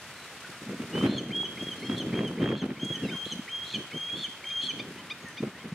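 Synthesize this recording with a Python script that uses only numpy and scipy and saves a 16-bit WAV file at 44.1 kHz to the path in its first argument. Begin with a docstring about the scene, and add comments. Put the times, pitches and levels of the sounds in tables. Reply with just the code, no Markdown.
"""Young osprey begging in a windy wood

On a dead branch straight ahead, thin near-pure whistles crack into a rough second voice, then drop.
Nasal chirps, stacks of swooping harmonics, join in late; slurred songbird tones and slower chirps come from
further off, and noise tails make a faint tree echo. Shaped noise gives leaf hiss, dry ticks and a far wash;
low turbulence, thumps and snaps are the wind on the microphone."""
import sys
import numpy as np
from scipy import signal
from scipy.fft import rfft, irfft
from scipy.io import wavfile
from scipy.ndimage import uniform_filter1d

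SR = 44100
rng = np.random.default_rng(int(sys.argv[2]) if len(sys.argv) > 2 else 0)


def materialize(psi):
    """Save the field psi as 16-bit PCM at rate SR to the path in sys.argv[1].

    A 1-D psi becomes a single channel; in a 2-D psi each row is a channel.
    """
    bounded = np.clip(np.atleast_2d(psi).T, -1, 1)
    quanta = np.round(bounded * 32767).astype(np.int16)
    wavfile.write(sys.argv[1], SR, quanta)


N = 253134
T = np.arange(N) / SR

# Event levels below are ahead of the level trims in the source functions.
# Steady wash of far trees and water: pitch_hz, gain_db
FAR_WASH = [(25, -73), (60, -1), (130, 5.5), (250, 0.5), (500, 2), (900, 1), (1400, 4.5), (2200, 3),
            (3200, -2), (5000, -10), (9000, -24.5)]
# Level of the leaf hiss, a drawn curve that stands in for gain control ducking under wind gusts:
# time_s, level_db
HISS_LEVEL = [(0.0, -61.5), (0.94, -61), (1.03, -57.5), (1.13, -69.5), (1.71, -60.5), (2.43, -67),
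              (2.57, -74.5), (2.94, -63), (4.59, -64), (5.74, -67)]
# Hiss of near leaves: pitch_hz, gain_db
LEAVES = [(600, -38), (1500, -6.5), (3000, 4.5), (5000, 2), (7500, -1), (10000, -4.5), (12500, -11),
          (15500, -27)]
# Likeness of the two channels in wash and leaves: pitch_hz, correlation (-1 to 1)
LIKENESS = [(700, 1), (1700, 0.99), (2600, 0.62), (4000, 0.028), (6000, 0.0026), (8000, 0.28),
            (11000, 0.62), (15000, 0.096)]
# Stereo tilt of wash and leaves: pitch_hz, left_minus_right_db
STEREO_TILT = [(700, 0.5), (1500, 0.5), (2500, -1), (4500, 3), (8000, 5.5), (14000, 3.5)]
# Dry ticks among twigs and leaves: time_s, level_db
TICKS = [(1.3613, -58), (1.925, -61), (1.9809, -55), (2.278, -58), (2.6559, -63), (2.8473, -53.5),
         (3.264, -61), (3.3315, -56), (4.2368, -59), (4.6364, -57), (5.0584, -66), (5.284, -58)]

# Steady push of the wind on the microphone: time_s, level_db
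GUSTS = [(0.0, -63), (0.38, -64), (0.84, -47), (1.13, -32.5), (1.55, -45), (1.78, -44), (2.07, -33),
         (2.25, -33.5), (2.35, -34.5), (2.54, -26.5), (2.62, -49.5), (3.02, -40.5), (3.21, -55),
         (4.57, -63), (4.8, -42.5), (5.28, -57), (5.74, -50)]
# Sudden buffets: start_s, length_s, level_db, crackle_over_rumble_db
BUFFETS = [(0.492, 0.0095, -44.5, -27), (0.618, 0.017, -43, -11), (0.666, 0.075, -38.5, -13.5),
           (0.793, 0.054, -39.5, -11), (0.938, 0.15, -33, -9), (1.026, 0.033, -23.5, -10),
           (1.295, 0.018, -42.5, -31), (1.61, 0.025, -38, -34), (1.821, 0.036, -41, -24),
           (1.889, 0.066, -33.5, -11.5), (2.12, 0.12, -33, -14), (2.404, 0.051, -29.5, -12),
           (2.47, 0.054, -37, -4.5), (2.621, 0.037, -30, -12), (2.682, 0.038, -33.5, -20),
           (2.821, 0.042, -37, -29), (2.903, 0.012, -35.5, -32), (3.023, 0.041, -31.5, -23),
           (3.085, 0.061, -37, -23), (3.263, 0.0092, -41, -27), (3.315, 0.058, -45, -32),
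           (3.738, 0.066, -39, -17), (3.935, 0.038, -39.5, -29), (4.122, 0.086, -47, -34),
           (4.277, 0.024, -49, -30), (4.634, 0.047, -48, -30), (4.734, 0.012, -42.5, -30),
           (4.772, 0.03, -43.5, -28), (4.886, 0.03, -46, -40), (5.236, 0.017, -45, -18),
           (5.425, 0.023, -30.5, -21), (5.441, 0.045, -43, -9), (5.641, 0.033, -42, -14)]
# Rumble of the eddies: pitch_hz, gain_db
RUMBLE = [(25, -53), (42, -65), (70, -28), (120, -3.5), (200, 2.5), (300, -1.5), (430, -7), (600, -15.5),
          (900, -28), (2000, -35.5), (4000, -46), (9000, -82)]
# Crackle of tearing eddies: pitch_hz, gain_db
CRACKLE = [(300, 5.5), (650, 4.5), (2000, 3), (3200, -2), (5000, -18), (12000, -32)]
# Single hard eddies that knock on the microphone: time_s, level_db, pitch_hz
THUMPS = [(0.804, -22.5, 273), (1.042, -13.5, 306), (1.055, -15.5, 290), (1.097, -15.5, 233),
          (1.9, -23, 234), (2.071, -20, 260), (2.14, -20, 248), (2.431, -14, 267), (2.527, -24, 244),
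          (3.028, -27, 238), (3.063, -22.5, 203), (3.396, -24, 233), (5.408, -23, 242), (5.471, -25.5, 239),
          (5.658, -33.5, 198), (5.728, -24.5, 173)]
# Snaps where an eddy tears at the port: time_s, level_db, band_hz (passes from 0.5 to 1.41 times this)
SNAPS = [(1.013, -28, 1300), (1.036, -36, 1700), (1.073, -39, 1300), (1.433, -35, 900),
         (2.099, -38.5, 2100), (2.192, -31, 1900), (2.431, -34, 1400), (2.459, -31, 1490),
         (2.49, -30.5, 1800), (2.521, -41, 1300), (2.553, -36.5, 2130), (2.63, -47, 1300),
         (2.706, -38, 1700)]
# How much harder the right port is hit, and each port's own turbulence against a shared part of 1
RIGHT_HARDER_DB, OWN_SHARE = 4.5, .85
# Soft edges of a buffet, as shares of its length
BUFFET_ATTACK_SHARE, BUFFET_RELEASE_SHARE = 0.22, 0.25

# Slurred notes of far songbirds: start_s, end_s, first_hz, last_hz, level_db
SLURS = [(.15, 0.261, 4150, 3950, -56.5), (0.445, 0.458, 1460, 1500, -43), (1.83, 1.91, 5450, 5080, -59),
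         (1.775, 1.883, 4150, 4340, -54), (2.94, 3.021, 1870, 1797, -49.5), (3.015, 3.066, 1750, 1500, -52),
         (3.035, 3.063, 2860, 2580, -42.5), (3.039, 3.102, 5050, 5030, -59),
         (3.055, 3.11, 4060, 3500, -49.5), (3.105, 3.142, 1620, 1400, -46.5),
         (3.146, 3.176, 1103, 1043, -49.5), (3.14, 3.17, 2250, 2050, -50), (5.207, 5.393, 6750, 5850, -62),
         (5.255, 5.303, 1900, 1774, -46.5), (5.548, 5.568, 1800, 1980, -48.5)]
# Slower chirps of a bird further off: middle_s, length_s, top_hz, level_db,
# brightness_db (per harmonic above the second)
FAR_CHIRPS = [(4.995, 0.06, 1030, -40, 0), (5.305, 0.06, 1037, -46, 0), (5.61, 0.065, 1094, -42, 0)]
# Duller throat of that bird: pitch_hz, gain_db
FAR_THROAT = [(1000, -10), (2000, -10), (3100, -6.5), (4100, -24), (5200, -35), (7400, -48)]
# Near nasal chirps: middle_s, length_s, top_hz, level_db, brightness_db (per harmonic above the second)
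CHIRPS = [(3.912, 0.025, 1260, -49.5, -8), (4.098, 0.03, 1230, -48.5, -9), (4.508, 0.03, 1230, -44.5, -1.5),
          (4.802, 0.027, 1207, -39, 0), (5.114, 0.033, 1234, -38, 0), (5.385, 0.035, 1228, -44.5, 1)]
# Throat that shapes the near chirps: pitch_hz, gain_db
THROAT = [(1000, -6), (1250, -7.5), (2400, 5.5), (3600, 3), (4850, -8), (6100, -17), (7400, -50),
          (9000, -64)]

# Lower register on the way into or out of a whistle: start_s, end_s, first_hz, last_hz, level_db
SCOOPS = [(1.306, 1.323, 2050, 2460, -43.5), (1.572, 1.585, 2000, 2400, -43),
          (1.821, 1.845, 2050, 2290, -44.5), (2.126, 2.145, 2030, 2470, -43.5),
          (2.382, 2.391, 2030, 2320, -46), (2.764, 2.784, 2100, 2380, -50),
          (3.087, 3.105, 2080, 2460, -41.5), (3.479, 3.495, 2030, 2420, -42),
          (3.734, 3.764, 2600, 2320, -43.5), (3.916, 3.935, 2030, 2330, -44.5),
          (4.262, 4.277, 2350, 2200, -50), (4.441, 4.445, 2130, 2400, -37), (4.707, 4.719, 2480, 2300, -41)]
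# Upper voice of a cracked whistle: start_s, end_s, first_hz, last_hz, level_db, roughness (0 to 1)
CRACKS = [(1.066, 1.198, 4090, 4290, -45.5, 0.47), (1.953, 2.007, 4020, 4220, -48, 0.9),
          (2.56, 2.611, 4270, 4240, -52, 0.9), (3.254, 3.336, 4000, 4160, -47.5, 0.73),
          (3.645, 3.772, 3860, 4320, -45.5, 0.9), (4.159, 4.245, 4280, 4360, -45.5, 0.7),
          (4.613, 4.68, 4186, 4310, -40, 0.7)]
# Rasp that the two clashing voices throw out around themselves: pitch_hz, gain_db
CLASH = [(1500, -26), (2450, -8), (2900, -10), (3550, 3), (4350, -5), (5000, -18), (5600, -11), (6200, -16),
         (6800, -12), (7700, -16), (9500, -36), (13000, -56)]
# Begging whistles: start_s, end_s, held_hz, rise_hz (over the call), level_db, swell_db (over the call),
# drop_level_db, octave_db (over the tone while held), drop_octave_db, unsteadiness_db
WHISTLES = [(0.921, 1.204, 2953, 440.5, -35, -3, -31, -23, -10.5, 1.5),
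            (1.32, 1.473, 3260, 71, -29.5, 1.5, -39, -36, -16, 1.9),
            (1.58, 1.747, 3284, -23, -37.5, 1, -48, -29, -18, 4),
            (1.83, 2.029, 3253, 0, -43.5, 16.5, -35.5, -31, -13.5, 4),
            (2.139, 2.297, 3270, -53, -38, -4, -41, -24, -16, 3),
            (2.399, 2.635, 3205, 89.5, -37.5, -5, -40, -23, -11.5, 2),
            (2.793, 2.976, 3270, 15, -35.5, 2.5, -39, -19, -12, 3.06),
            (3.101, 3.344, 3193, 12, -35.5, 4, -33, -20.5, -7, 1.9),
            (3.49, 3.771, 3229, 2, -32, -6, -25.5, -26, -17, 1.9),
            (3.929, 4.267, 3177, 197.5, -36, 8.5, -27.5, -23, -18.5, 1.7),
            (4.437, 4.718, 3227, -36.5, -37.5, 16, -28, -21.5, -13.5, 2.3)]
# Every whistle fades in while it slides up to its pitch from below
ATTACK_S, SLIDE_HZ, SLIDE_S = 0.013, 230.6, 0.01494
# Where the voice cracks, the tone is forced upward over STRAIN_S and weakens over BREAK_S
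STRAIN_HZ, STRAIN_DB, STRAIN_S, BREAK_S = 179.4, -10.5, 0.0638, .03
# Every whistle falls to the same pitch, with a last push shortly before it stops
END_HZ, DROP_S, PUSH_LEAD_S, PUSH_WIDTH_S = 2913, .04, 0.018, 0.013

TOP_HZ = 15750  # upper limit of the recorder


def undb(db):
    """Decibels to gain."""
    return 10 ** (np.asarray(db) / 20)


def unit(x):
    """Scale to rms 1."""
    return x / np.sqrt(np.mean(x ** 2))


def level_over_time(rows):
    """Join time_s, level_db rows by straight lines."""
    s, db = np.transpose(rows)
    return np.interp(T, s, db)


def at(points, hz):
    """Read pitch_hz, value points on a log-frequency axis."""
    f, value = np.transpose(points)
    return np.interp(np.log(np.maximum(hz, 1)), np.log(f), value)


def colour(x, points):
    """Filter a sound by pitch_hz, gain_db points."""
    gain = undb(at(points, np.fft.rfftfreq(N, 1 / SR)))
    return irfft(rfft(x) * gain, N)


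def walk(rate_hz):
    """Smooth random drift of rms 1: white noise with its content above rate_hz rolled off."""
    hz = np.fft.rfftfreq(N, 1 / SR)
    spectrum = rfft(rng.standard_normal(N)) / (1 + (hz / rate_hz) ** 4)
    return unit(irfft(spectrum, N))


def ramp(t, length):
    """0 before time zero, then a straight rise to 1 over the given length."""
    return np.clip(t / length, 0, 1)


def gate(t, start, end, fade):
    """1 from start to end, with rounded edges centred on both."""
    inside = np.minimum(t - start, end - t)
    return np.sin(np.pi / 2 * np.clip(inside / fade + .5, 0, 1)) ** 2


def span(start, end):
    """The samples of a note, with 20 ms of margin each side."""
    return slice(max(int((start - .02) * SR), 0), min(int((end + .02) * SR), N))


def turn(hz):
    """Phase of a tone with moving pitch."""
    return 2 * np.pi * np.cumsum(hz) / SR


def wide(points):
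    """Outdoor noise from all round: alike in the bass, mostly unrelated through much of the treble."""
    hz = np.fft.rfftfreq(N, 1 / SR)
    mid, side = rfft(rng.standard_normal((2, N)))
    likeness = np.clip(at(LIKENESS, hz), -1, 1)
    sign = np.array([[1], [-1]])  # left, right
    pair = mid * np.sqrt(1 + likeness) + sign * side * np.sqrt(1 - likeness)
    gain_db = at(points, hz) + sign * at(STEREO_TILT, hz) / 2
    return unit(irfft(pair * undb(gain_db), N))


def foliage(leaves_db=10, flicker_db=1.23, air_db=-47, air_follows=0.33):
    """Near leaves hiss and flicker; the drawn gain-control curve dips the hiss, and the far wash less."""
    hiss_db = level_over_time(HISS_LEVEL)
    leaves = wide(LEAVES) * undb(hiss_db + leaves_db + flicker_db * walk(53))
    wash_db = air_db + air_follows * (hiss_db - np.mean(hiss_db)) + .5 * walk(27.0)
    return leaves + wide(FAR_WASH) * undb(wash_db)


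def ticks(decay_s=0.0098, level_db=8.5, left_db=3):
    """Each tick is a burst of bright noise that starts at once and dies away exponentially."""
    force = np.zeros(N)
    for s, db in TICKS:
        i = span(s, s + .02)
        force[i] += undb(db) * (T[i] >= s) * np.exp(-np.abs(T[i] - s) / decay_s)
    bright = [(1500, -28), (5000, 6.5), (9000, 7), (15000, -15)]  # pitch_hz, gain_db
    snap = unit(colour(rng.standard_normal((2, N)), bright))
    return snap * force * undb(level_db + np.array([[left_db], [0]]))


def ports():
    """Turbulence at the left and right microphone port: a shared part and a part of its own."""
    noise = rng.standard_normal(N) + OWN_SHARE * rng.standard_normal((2, N))
    return noise * undb(RIGHT_HARDER_DB * np.array([[-.5], [.5]]))


def wind(lumpy_db=2.5, level_db=2.5, steady_db=0, steady_crackle_db=-19, crackle_db=0.0):
    """Eddies rumble at the two ports, the right one hit harder, and tear into a dense crackle."""
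    push = undb(level_over_time(GUSTS) + steady_db)
    tearing = push * undb(steady_crackle_db)
    for start, length, db, tear_db in BUFFETS:
        attack_s, release_s = BUFFET_ATTACK_SHARE * length, BUFFET_RELEASE_SHARE * length
        attack = ramp(T - start + attack_s / 2, attack_s)
        release = np.exp(-np.maximum(T - start - length, 0) / release_s)
        blow = undb(db + level_db) * attack * release
        push = np.hypot(push, blow)
        tearing = np.hypot(tearing, blow * undb(tear_db + crackle_db))
    eddies = unit(undb(lumpy_db * walk(91.0)))
    rumble = colour(ports(), RUMBLE)
    # even out the rumble over 900 samples (20 ms): eddies stay of similar strength
    rumble /= np.sqrt(uniform_filter1d(rumble.mean(axis=0) ** 2, size=900))
    crackle = unit(colour(ports() * undb(4.5 * walk(320)), CRACKLE))
    low_cut = signal.butter(2, 60, "high", fs=SR, output="sos")
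    return signal.sosfilt(low_cut, eddies * (rumble * push + crackle * tearing))


def thumps(level_db=-1, cycles=.9):
    """A single hard eddy knocks the diaphragm to and fro for a cycle or two."""
    out = np.zeros(N)
    phases = rng.uniform(0, 2 * np.pi, len(THUMPS))
    for (s, db, hz), phase in zip(THUMPS, phases):
        i = span(s, s)
        turns = (T[i] - s) * hz
        knock = np.exp(-(turns / cycles) ** 2) * np.cos(2 * np.pi * turns + phase)
        out[i] += undb(db + level_db) * knock
    return out


def snaps(width_s=0.0019, level_db=0):
    """A tearing eddy spits a few milliseconds of mid-range noise."""
    out = np.zeros((2, N))
    for s, db, hz in SNAPS:
        i = span(s, s)
        band = signal.butter(4, [hz / 2, hz * np.sqrt(2)], "band", fs=SR, output="sos")
        spit = unit(signal.sosfilt(band, ports()[:, i]))
        out[:, i] += undb(db + level_db) * spit * np.exp(-((T[i] - s) / width_s) ** 2)
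    return out


def songbirds(patchy_db=2, waver=.005):
    """Slurred tones from deeper in the trees, a little patchy after their way through the leaves."""
    out, shake, patchy = np.zeros(N), walk(300), unit(undb(patchy_db * walk(83)))
    for start, end, first_hz, last_hz, db in SLURS:
        i = span(start, end)
        hz = np.interp(T[i], [start, end], [first_hz, last_hz]) * (1 + waver * shake[i])
        out[i] += np.sqrt(2) * undb(db) * np.sin(turn(hz)) * gate(T[i], start, end, 0.0044)
    return out * patchy


def chirps(table, throat, rise, fall, crest):
    """A stack of harmonics swoops up, levels off at the crest and sags, shaped by the throat."""
    out, shake = np.zeros(N), walk(300)
    for middle, length, top_hz, db, bright_db in table:
        i = span(middle - length / 2, middle + length / 2)
        along = np.clip((T[i] - middle) / length + .5, 0, 1)
        swoop = rise * (1 - along / crest) ** 2
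        sag = fall * ((along - crest) / (1 - crest)) ** 2
        hz = top_hz * (1 - np.where(along < crest, swoop, sag) + 0.004 * shake[i])
        tone = 0
        for k in range(1, 8):
            harmonic_db = at(throat, k * hz) + bright_db * max(k - 2, 0)
            tone = tone + undb(harmonic_db) * np.sin(k * turn(hz))
        out[i] += undb(db) * tone * np.abs(np.sin(np.pi * along)) ** 0.74
    return out


def scoops(level_db=1.5, rasp=.025, octave_db=-18):
    """The voice passes through a lower register as it scoops into a whistle or falls out of a hard one."""
    out, shake = np.zeros(N), walk(170)
    for start, end, first_hz, last_hz, db in SCOOPS:
        i = span(start, end)
        hz = np.interp(T[i], [start, end], [first_hz, last_hz]) * (1 + rasp * shake[i])
        phase = turn(hz)
        tone = np.sin(phase) + undb(octave_db) * np.sin(2 * phase)
        out[i] += undb(db) * gate(T[i], start, end, 0.0041) * tone
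    return np.sqrt(2) * undb(level_db) * out


def cracks(flutter=0.28, octave_db=-24, rasp_db=-7.0, swell_db=6, voice_db=-0.5, fade_s=0.026):
    """The other side of the syrinx sounds higher and unsteady; it swells out of a rasp and steadies."""
    pitch_rasp, wander, settle = .027, .011, .4
    out, shake, throb, drift = np.zeros(N), walk(410), walk(160), walk(86)
    clash = unit(colour(rng.standard_normal(N), CLASH) * undb(2.5 * walk(200)))
    for start, end, first_hz, last_hz, db, rough in CRACKS:
        i = span(start, end)
        along = np.clip((T[i] - start) / (end - start), 0, 1)
        unsteady = rough * (1 - settle * along)
        hz = first_hz + (last_hz - first_hz) * np.sin(np.pi / 2 * along)
        phase = turn(hz * (1 + unsteady * (pitch_rasp * shake[i] + wander * drift[i])))
        voice = np.sqrt(2) * (np.sin(phase) + undb(octave_db) * np.sin(2 * phase))
        voice *= undb(voice_db - swell_db * rough * (1 - along) ** 2)
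        rasp = 2 * rough * undb(rasp_db) * clash[i] * np.abs(np.sin(np.pi * along)) ** .5
        fade = gate(T[i], start, end, fade_s)
        out[i] += undb(db) * (voice + rasp) * fade * (1 + flutter * unsteady * throb[i])
    return out


def whistles(level_db=-3.5, third_db=-44, waver=0.002, rasp=0.018, flutter=0.68, drop_db=-3.0,
             strain_reedy_db=1, reedy_db=-3, uneven_db=4):
    """A near-pure tone slides up and holds; a crack makes it climb, weaken and shake before the drop."""
    out, slow, shake, throb = np.zeros(N), walk(140), walk(510), walk(270)
    patchy, uneven = walk(60), walk(78)
    cracked = sum(gate(T, start, end, 0.0024) for start, end, *_ in CRACKS)
    for (start, end, held_hz, rise_hz, db, swell_db, push_db,
         octave_db, drop_octave_db, unsteady_db) in WHISTLES:
        i = span(start, end)
        age, left = np.maximum(T[i] - start, 0), end - T[i]
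        along = age / (end - start)
        drop = 1 - ramp(left, DROP_S)  # 0 while held, 1 at the end
        breaks = [s for s, *_ in CRACKS if start < s < end]
        strain = sum(ramp(T[i] - s + STRAIN_S / 3, STRAIN_S) for s in breaks)
        broken = sum(ramp(T[i] - s + BREAK_S / 2, BREAK_S) for s in breaks)
        rough = cracked[i] * (1 - drop)

        hz = held_hz + rise_hz * along - SLIDE_HZ * np.exp(-age / SLIDE_S) + STRAIN_HZ * strain
        hz = hz + drop * (END_HZ - hz)
        shaking = (rasp * rough + .003 * drop) * shake[i]
        phase = turn(hz * (1 + waver * unsteady_db * slow[i] + shaking))

        held_octave_db = octave_db + reedy_db + strain_reedy_db * strain + uneven_db * uneven[i]
        second_db = held_octave_db + ramp(drop, 0.57) * (drop_octave_db - held_octave_db)
        tone = np.sin(phase) + undb(second_db) * np.sin(2 * phase) + undb(third_db) * np.sin(3 * phase)

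        hold = undb(db + swell_db * along + STRAIN_DB * broken)
        hold = hold * (1 - np.exp(-age / ATTACK_S)) * (1 - drop)
        push = undb(push_db + drop_db) * np.exp(-((left - PUSH_LEAD_S) / PUSH_WIDTH_S) ** 2)
        strength = hold * undb(level_db + unsteady_db * patchy[i]) + push
        fluttering = 1 + flutter * rough * throb[i]
        out[i] += np.sqrt(2) * tone * strength * fluttering * gate(T[i], start, end, 0.004)
    return out


def trees(x, near_db=-14, far_db=-7.5):
    """Foliage close behind the perch smears notes; far trunks add a fading echo, unlike in each channel."""
    t, echo = T[:SR], 0
    # level dB, time to fall 60 dB (s), onset (s): near foliage, far trunks
    for db, t60, onset in (near_db, .13, .004), (far_db, .54, .018):
        tail = rng.standard_normal((2, SR)) * undb(-60 * t / t60) * (1 - np.exp(-t / onset))
        echo = echo + undb(db) * tail / np.sqrt(np.sum(tail ** 2, axis=1, keepdims=True))
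    return signal.fftconvolve(x[None], echo, axes=1)[:, :N]


def scene(nasal_echo_db=-7, far_db=-1, far_echo_db=0):
    """The osprey's whistles come from straight ahead; other birds are further off and wetter."""
    osprey = whistles() + scoops() + cracks()
    nasal = chirps(CHIRPS, THROAT, rise=0.28, fall=0.05, crest=0.61)
    far = songbirds() + chirps(FAR_CHIRPS, FAR_THROAT, rise=0.26, fall=0.12, crest=0.57)
    echo = trees(osprey + undb(nasal_echo_db) * nasal + undb(far_echo_db) * far)
    birds = osprey + nasal + undb(far_db) * far + echo
    return birds + ticks() + foliage() + wind() + thumps() + snaps()


def record(dry, mono_hz=680):
    """The camera folds the bass to mono against wind and cuts the top."""
    mid, side = (dry[0] + dry[1]) / 2, (dry[0] - dry[1]) / 2
    side = signal.sosfilt(signal.butter(4, mono_hz, "high", fs=SR, output="sos"), side)
    top_cut = signal.ellip(10, .2, 70, TOP_HZ, fs=SR, output="sos")
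    return signal.sosfilt(top_cut, np.array([mid + side, mid - side]))


dry = scene()
out = record(dry)
materialize(out)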